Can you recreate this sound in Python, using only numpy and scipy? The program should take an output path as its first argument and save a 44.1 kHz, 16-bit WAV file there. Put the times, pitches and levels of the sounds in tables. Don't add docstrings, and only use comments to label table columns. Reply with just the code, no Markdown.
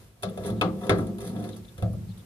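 import sys
import numpy as np
from scipy import signal
from scipy.fft import rfft, irfft, next_fast_len
from scipy.io import wavfile

SR = 44100
rng = np.random.default_rng(int(sys.argv[2]) if len(sys.argv) > 2 else 0)


def inscribe(sig):
    pcm = np.round(np.clip(np.atleast_2d(sig).T, -1, 1) * 32767)
    wavfile.write(sys.argv[1], SR, pcm.astype(np.int16))


N = 99225

# (t/s, level/dB)
ROOM_EQ = [(20, 1), (60, 23.5), (110, 27), (200, 13), (400, 10), (900, 2), (2000, -2.5), (3600, -3.5),
           (6500, -6.5), (10000, -6), (15000, -7)]
ROOM_ENV = [(0, -49), (.15, -57.5), (.35, -49.5), (1.2, -49.5), (1.7, -51), (2.25, -50)]
# (f/Hz, level/dB, t60/s, left minus right/dB)
PIPE_MODES = [(60.46, -42, 1, 3), (76.9, -52, 0.49, 4), (101.9, -40, 0.66, 1.5), (108.36, -26, 0.88, 0.5),
              (156.6, -32, 0.57, 5), (181.7, -24, 0.36, 1.5), (200.4, -35.5, 0.29, 6),
              (219.64, -30.5, 0.51, 0), (308.3, -24.5, 0.35, 0.5), (350.9, -32.5, 0.98, 2),
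              (366, -43.5, 0.18, 0), (393.6, -22.5, 0.3, 1), (447.6, -33, 0.49, 12),
              (499.5, -29.5, 0.38, 6), (522, -34, 0.59, -1), (639, -33, .25, 10), (691.2, -28, 0.18, 2.5)]
PLIER_MODES = [(757, -35, .22, 0), (1102, -37, .17, 5), (1163, -34, .19, 4), (1258, -35, .16, 5),
               (1333, -30, .16, 8), (1469, -36, .14, 5), (1652, -29, .13, 7), (2042, -33, .11, 4),
               (2580, -29, .06, 2), (3380, -36, .035, 16), (3600, -35, .04, 16)]
# (f/Hz, left gain/dB, right gain/dB)
RING_EQ = [(24.5, -26, -7), (51.6, 14.5, 11), (100, 33, 35), (137, 17.5, 20), (194, 33.5, 31.5),
           (240, 14, 21.5), (370, 23, 26.5), (610, 18.5, 22), (784, 16, 15.5), (1060, 15, 10.5),
           (1280, 21, 16), (1500, 5, -3), (1593, 17.5, -12.5), (1986, 4.5, 12), (1970, 17, 17),
           (2260, 9.5, -34), (2400, 6, 3), (2970, 1.5, -11.5), (3340, 7, -21), (3800, 3.5, -3),
           (4260, 4.5, -10), (5900, -7.5, -4), (8380, -16, -6.5), (10200, -36, 5), (11180, -19, -5.5),
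           (14500, -27, -18)]
# (f/Hz, early t60/s, late t60/s, late level/dB, rise/s, left-right correlation)
RING_DECAY = [(29.8, 0.13, .8, 9, .004, 0.94), (115, 0.095, 0.83, -26, 0.0014, 1),
              (302, 0.61, 0.29, -5, 0.024, 0.87), (610, 0.49, 0.18, 9, 0.0013, 1),
              (1204, 0.046, 0.24, -0.5, 0.0031, 0.53), (2220, 0.036, 0.26, -9.5, 0.0002, 0),
              (3700, 0.11, 0.24, -4, 0.00026, 0.23), (8400, 0.033, 0.17, -13.5, 0.0006, 0.61),
              (15800, 0.041, 0.089, -69, 0.000073, 0.35)]
# (f/Hz, gain/dB)
RUMBLE_ENV = [(0, -52), (.05, -73), (.19, -67), (.38, -48), (.47, -27.5), (.58, -36.5), (.7, -40.5),
              (.84, -47), (1.03, -33.5), (1.15, -49.5), (1.27, -37.5), (1.35, -55), (1.46, -54),
              (1.6, -49.5), (1.75, -51), (2, -51), (2.07, -35.5), (2.13, -66), (2.25, -56)]
RUMBLE_EQ = [(25, -7.5), (65, -7.5), (110, -8.5), (150, -13), (220, -13.5), (500, -53)]
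JUDDER_ENV = [(0, -59), (.12, -78), (.38, -39), (.48, -34), (.56, -35.5), (.72, -42.5), (.84, -36),
              (1.02, -43), (1.24, -41), (1.309, -28.5), (1.47, -39), (1.58, -55), (1.752, -65), (2.25, -55)]
JUDDER_EQ = [(40, -28.5), (110, -2.5), (180, 3), (215, 11.5), (260, 3.5), (320, -4.5), (400, -8),
             (900, -31.5)]
GRIND_ENV = [(0, -76), (.13, -68.5), (.35, -50), (0.422, -36.5), (.48, -31), (.54, -45), (.6, -50),
             (.69, -53), (0.803, -43.5), (0.833, -27.5), (.9, -35.5), (1.05, -42.5), (1.165, -50),
             (1.193, -39.5), (1.31, -41.5), (1.438, -39.5), (1.62, -68), (2.25, -92)]
GRIND_EQ = [(60, -78), (180, -8), (330, -0.5), (520, 4), (800, 3), (1400, -7.5), (2500, -13.5),
            (5000, -7.5)]
GRIT_ENV = [(.04, -62.5), (.12, -72.5), (.33, -67), (.41, -57.5), (.475, -40), (.53, -72), (.75, -63.5),
            (.85, -49.5), (.92, -69), (.975, -48.5), (1.04, -57), (1.15, -95.5), (1.208, -49),
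            (1.285, -47.5), (1.33, -58), (1.43, -51), (1.6, -62.5), (2.25, -77)]
GRIT_EQ = [(300, -22), (1200, -21), (2600, -10.5), (3600, -7), (6000, -1.5), (10000, 0), (12500, 5.5),
           (14500, -1)]
# (t/s, length/s, f/Hz, level/dB)
TOOTH_SQUEAKS = [(0.558, 0.037, 3750, -58.5), (1.519, 0.014, 3950, -52), (1.528, .014, 3600, -50.5),
                 (1.558, 0.007, 3550, -54), (1.645, 0.0093, 3710, -54), (1.68, 0.014, 3580, -54),
                 (2.08, 0.022, 4250, -60), (2.098, 0.018, 3700, -56.5), (2.172, 0.012, 3650, -57),
                 (2.19, 0.015, 3500, -56.5)]
# (t/s, relative jaw ring level/dB, relative snap level/dB)
RUST_TICKS = [(0.2234, -18.5, -11.5), (0.287, -20, -38), (.295, -47, -18.5), (.436, -18, -26),
              (.447, -11.5, -24), (0.464, -20, -10), (.5, -18, -14.5), (0.835, -20.5, -36),
              (0.8669, -19, -14.5), (1.003, -43, -21), (1.068, -22.5, -19), (1.184, -24, -17),
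              (1.205, -23.5, -12), (1.25, -40, -15), (1.274, -21.5, -10.5), (1.362, -18, -49),
              (1.399, -26, -25), (1.44, -18.5, -20), (1.489, -20, -17.5), (1.564, -24, -15.5),
              (2.178, -39, -19.5)]
# (t/s, then gain/dB per band)
KNOCK_BANDS_HZ = [100, 190, 290, 400, 650, 880, 1200, 2000, 2550, 3500, 10000]
JAW_KNOCKS = [(0.2315, -14, -4.5, -22.5, -12, -3, -14.5, -8, -15.5, -8.5, -2, -3),
              (0.374, -11.5, -21, -27, -18.5, -5, -23, -25.5, -28, -21, -17.5, -15),
              (.612, -11.5, 2, -1.5, -3, -1, 3.5, -0.5, -5.5, 8.5, 3.5, -4.5),
              (0.6159, -48, -12, -2.5, -12, -2, 0.5, 4.5, -17.5, -33, -11, -14.5),
              (0.8944, 4, 0.5, 0.5, 3, 2.5, 1, 5.5, 6.5, 3, 5.5, 1),
              (.985, -12.5, -0.5, -1.5, -19, -12.5, -13.5, -9.5, -21.5, -22, -24, -13.5),
              (1.779, -10.5, -20.5, -30, -21.5, -19, -30, -28.5, -27, -26, -20, -17.5),
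              (1.8232, 5, -2, -16, -20.5, -1.5, -18.5, -17.5, -23, -19.5, -17, -15.5),
              (1.931, -3.5, -7, -19.5, -30.5, -23, -31, -29.5, -54, -41, -37, -18.5)]


def amp(db):
    return 10 ** (np.asarray(db) / 20)


def unit_rms(x):
    return x / np.sqrt(np.mean(x ** 2) + 1e-20)


def log_interp(points, hz):
    f, value = np.transpose(points)
    return np.interp(np.log(hz + 1), np.log(f + 1), value)


def envelope(points):
    return amp(np.interp(np.arange(N) / SR, *np.transpose(points)))


def add(mix, start_s, sound):
    part = mix[:, max(round(start_s * SR), 0):][:, :sound.shape[1]]
    part += sound[:, :part.shape[1]]


def equalise(x, eq, size=8192):
    log_gain = np.log(amp(log_interp(eq, abs(np.fft.fftfreq(size, 1 / SR)))))
    taps = np.fft.ifft(np.exp(np.conj(signal.hilbert(log_gain)))).real[:size // 2]
    return signal.fftconvolve(x, taps if x.ndim == 1 else taps[None], axes=-1)[..., :x.shape[-1]]


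def room_noise(mono_below_hz=500):
    left, other = rfft(rng.standard_normal((2, N)))
    corr = 1 / (1 + (np.fft.rfftfreq(N, 1 / SR) / mono_below_hz) ** 2)
    right = corr * left + np.sqrt(1 - corr ** 2) * other
    return unit_rms(equalise(irfft([left, right], N), ROOM_EQ)) * envelope(ROOM_ENV)


def modal_ring(modes, t, phases_cycles):
    out = np.zeros((2, len(t)))
    for (hz, db, t60_s, pan_db), phase in zip(modes, phases_cycles):
        decay = amp(db - 60 * t / t60_s + np.array([[pan_db], [-pan_db]]) / 2)
        attack = 1 - np.exp(-t * hz)
        out += decay * attack * np.sin(2 * np.pi * (hz * t + phase))
    return out


def dense_ring(count, t):
    size = len(t)
    hz, centres_hz = np.fft.rfftfreq(size, 1 / SR), [row[0] for row in RING_DECAY]
    spectrum = rfft(rng.standard_normal((count, 2, size)))
    ring = np.zeros((count, 2, size))
    for one_hot, (_, early_s, late_s, late_db, rise_s, corr) in zip(np.eye(len(RING_DECAY)), RING_DECAY):
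        band_power = log_interp(list(zip(centres_hz, one_hot)), hz)
        band = irfft(spectrum * np.sqrt(band_power), size)
        band[:, 1] = corr * band[:, 0] + np.sqrt(1 - corr ** 2) * band[:, 1]
        decay = amp(-60 * t / early_s) + amp(late_db - 60 * t / late_s)
        shape = decay * (1 - np.exp(-t / rise_s))
        ring += band * shape / np.linalg.norm(shape)
        spectrum = spectrum * 1j
    eq = np.array(RING_EQ)
    return np.stack([equalise(ring[:, 0], eq[:, [0, 1]]), equalise(ring[:, 1], eq[:, [0, 2]])], axis=1)


def metal_responses(count, length_s=1.0):
    t = np.arange(next_fast_len(int(length_s * SR))) / SR
    dense = dense_ring(count, t)
    pipe = modal_ring(PIPE_MODES, t, np.zeros(len(PIPE_MODES)))
    pliers = modal_ring(PLIER_MODES, t, rng.random((len(PLIER_MODES), 2, 1)))
    return pipe + pliers + dense


def friction(response, env, eq, slips_per_s, spread_db):
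    slips = (rng.random(N) < slips_per_s / SR) * rng.choice([-1, 1], N)
    sizes = amp(spread_db * np.minimum(rng.exponential(1, N), 4))
    force = unit_rms(slips * sizes) * envelope(env)
    ring = equalise(response, eq)
    ring /= np.sqrt((ring ** 2).sum() / 2)
    return signal.fftconvolve(force[None], ring, axes=1)[:, :N]


def tooth_squeaks(width_hz=260, right_db=-14):
    out = np.zeros((2, N))
    pole = np.exp(-np.pi * width_hz / SR)
    for start_s, length_s, hz, db in TOOTH_SQUEAKS:
        t = np.arange(0, 3 * length_s, 1 / SR)
        waver = signal.lfilter([1], [1, -pole], rng.standard_normal(len(t)))
        swell = 2 * t / length_s * np.exp(1 - 2 * t / length_s)
        tone = unit_rms(waver * np.cos(2 * np.pi * hz * t)) * swell
        add(out, start_s, amp(db) * np.array([tone, amp(right_db) * tone]))
    return out


def rust_ticks(responses, crumble_s=0.0018, crumble_db=-17, gain_db=2):
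    out, t = np.zeros((2, N)), np.arange(SR // 50) / SR
    for k, (start_s, jaw_db, snap_db) in enumerate(RUST_TICKS):
        crumble = amp(crumble_db) * rng.standard_normal(len(t)) * np.exp(-t / crumble_s)
        force = signal.unit_impulse(len(t)) + crumble
        response = responses[k % len(responses)][:, :SR // 2]
        tick = signal.fftconvolve(response, force[None] / np.linalg.norm(force), axes=1)
        eq = [(150, jaw_db - 14), (2200, jaw_db - 11), (3500, jaw_db), (9500, snap_db)]
        add(out, start_s, equalise(tick, eq))
    return amp(gain_db) * out


def jaw_knocks(responses):
    out = np.zeros((2, N))
    for (start_s, *gains_db), response in zip(JAW_KNOCKS, responses):
        add(out, start_s, equalise(response, list(zip(KNOCK_BANDS_HZ, gains_db))))
    return out


def scene():
    rubbed, *struck = metal_responses(count=len(JAW_KNOCKS) + 1)
    rumble = friction(rubbed, RUMBLE_ENV, RUMBLE_EQ, slips_per_s=240, spread_db=3.14)
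    judder = friction(rubbed, JUDDER_ENV, JUDDER_EQ, slips_per_s=550, spread_db=0)
    grind = friction(rubbed, GRIND_ENV, GRIND_EQ, slips_per_s=600, spread_db=3)
    grit = friction(rubbed, GRIT_ENV, GRIT_EQ, slips_per_s=1100, spread_db=3.5)
    rubbing = rumble + judder + grind + grit
    return jaw_knocks(struck) + rust_ticks(struck) + tooth_squeaks() + rubbing + room_noise()


def record(dry, cutoff_hz=14650):
    taps = signal.firwin(255, cutoff_hz, window=("kaiser", 9), fs=SR)
    return signal.oaconvolve(dry, taps[None], "same")


dry = scene()
out = record(dry)
inscribe(out)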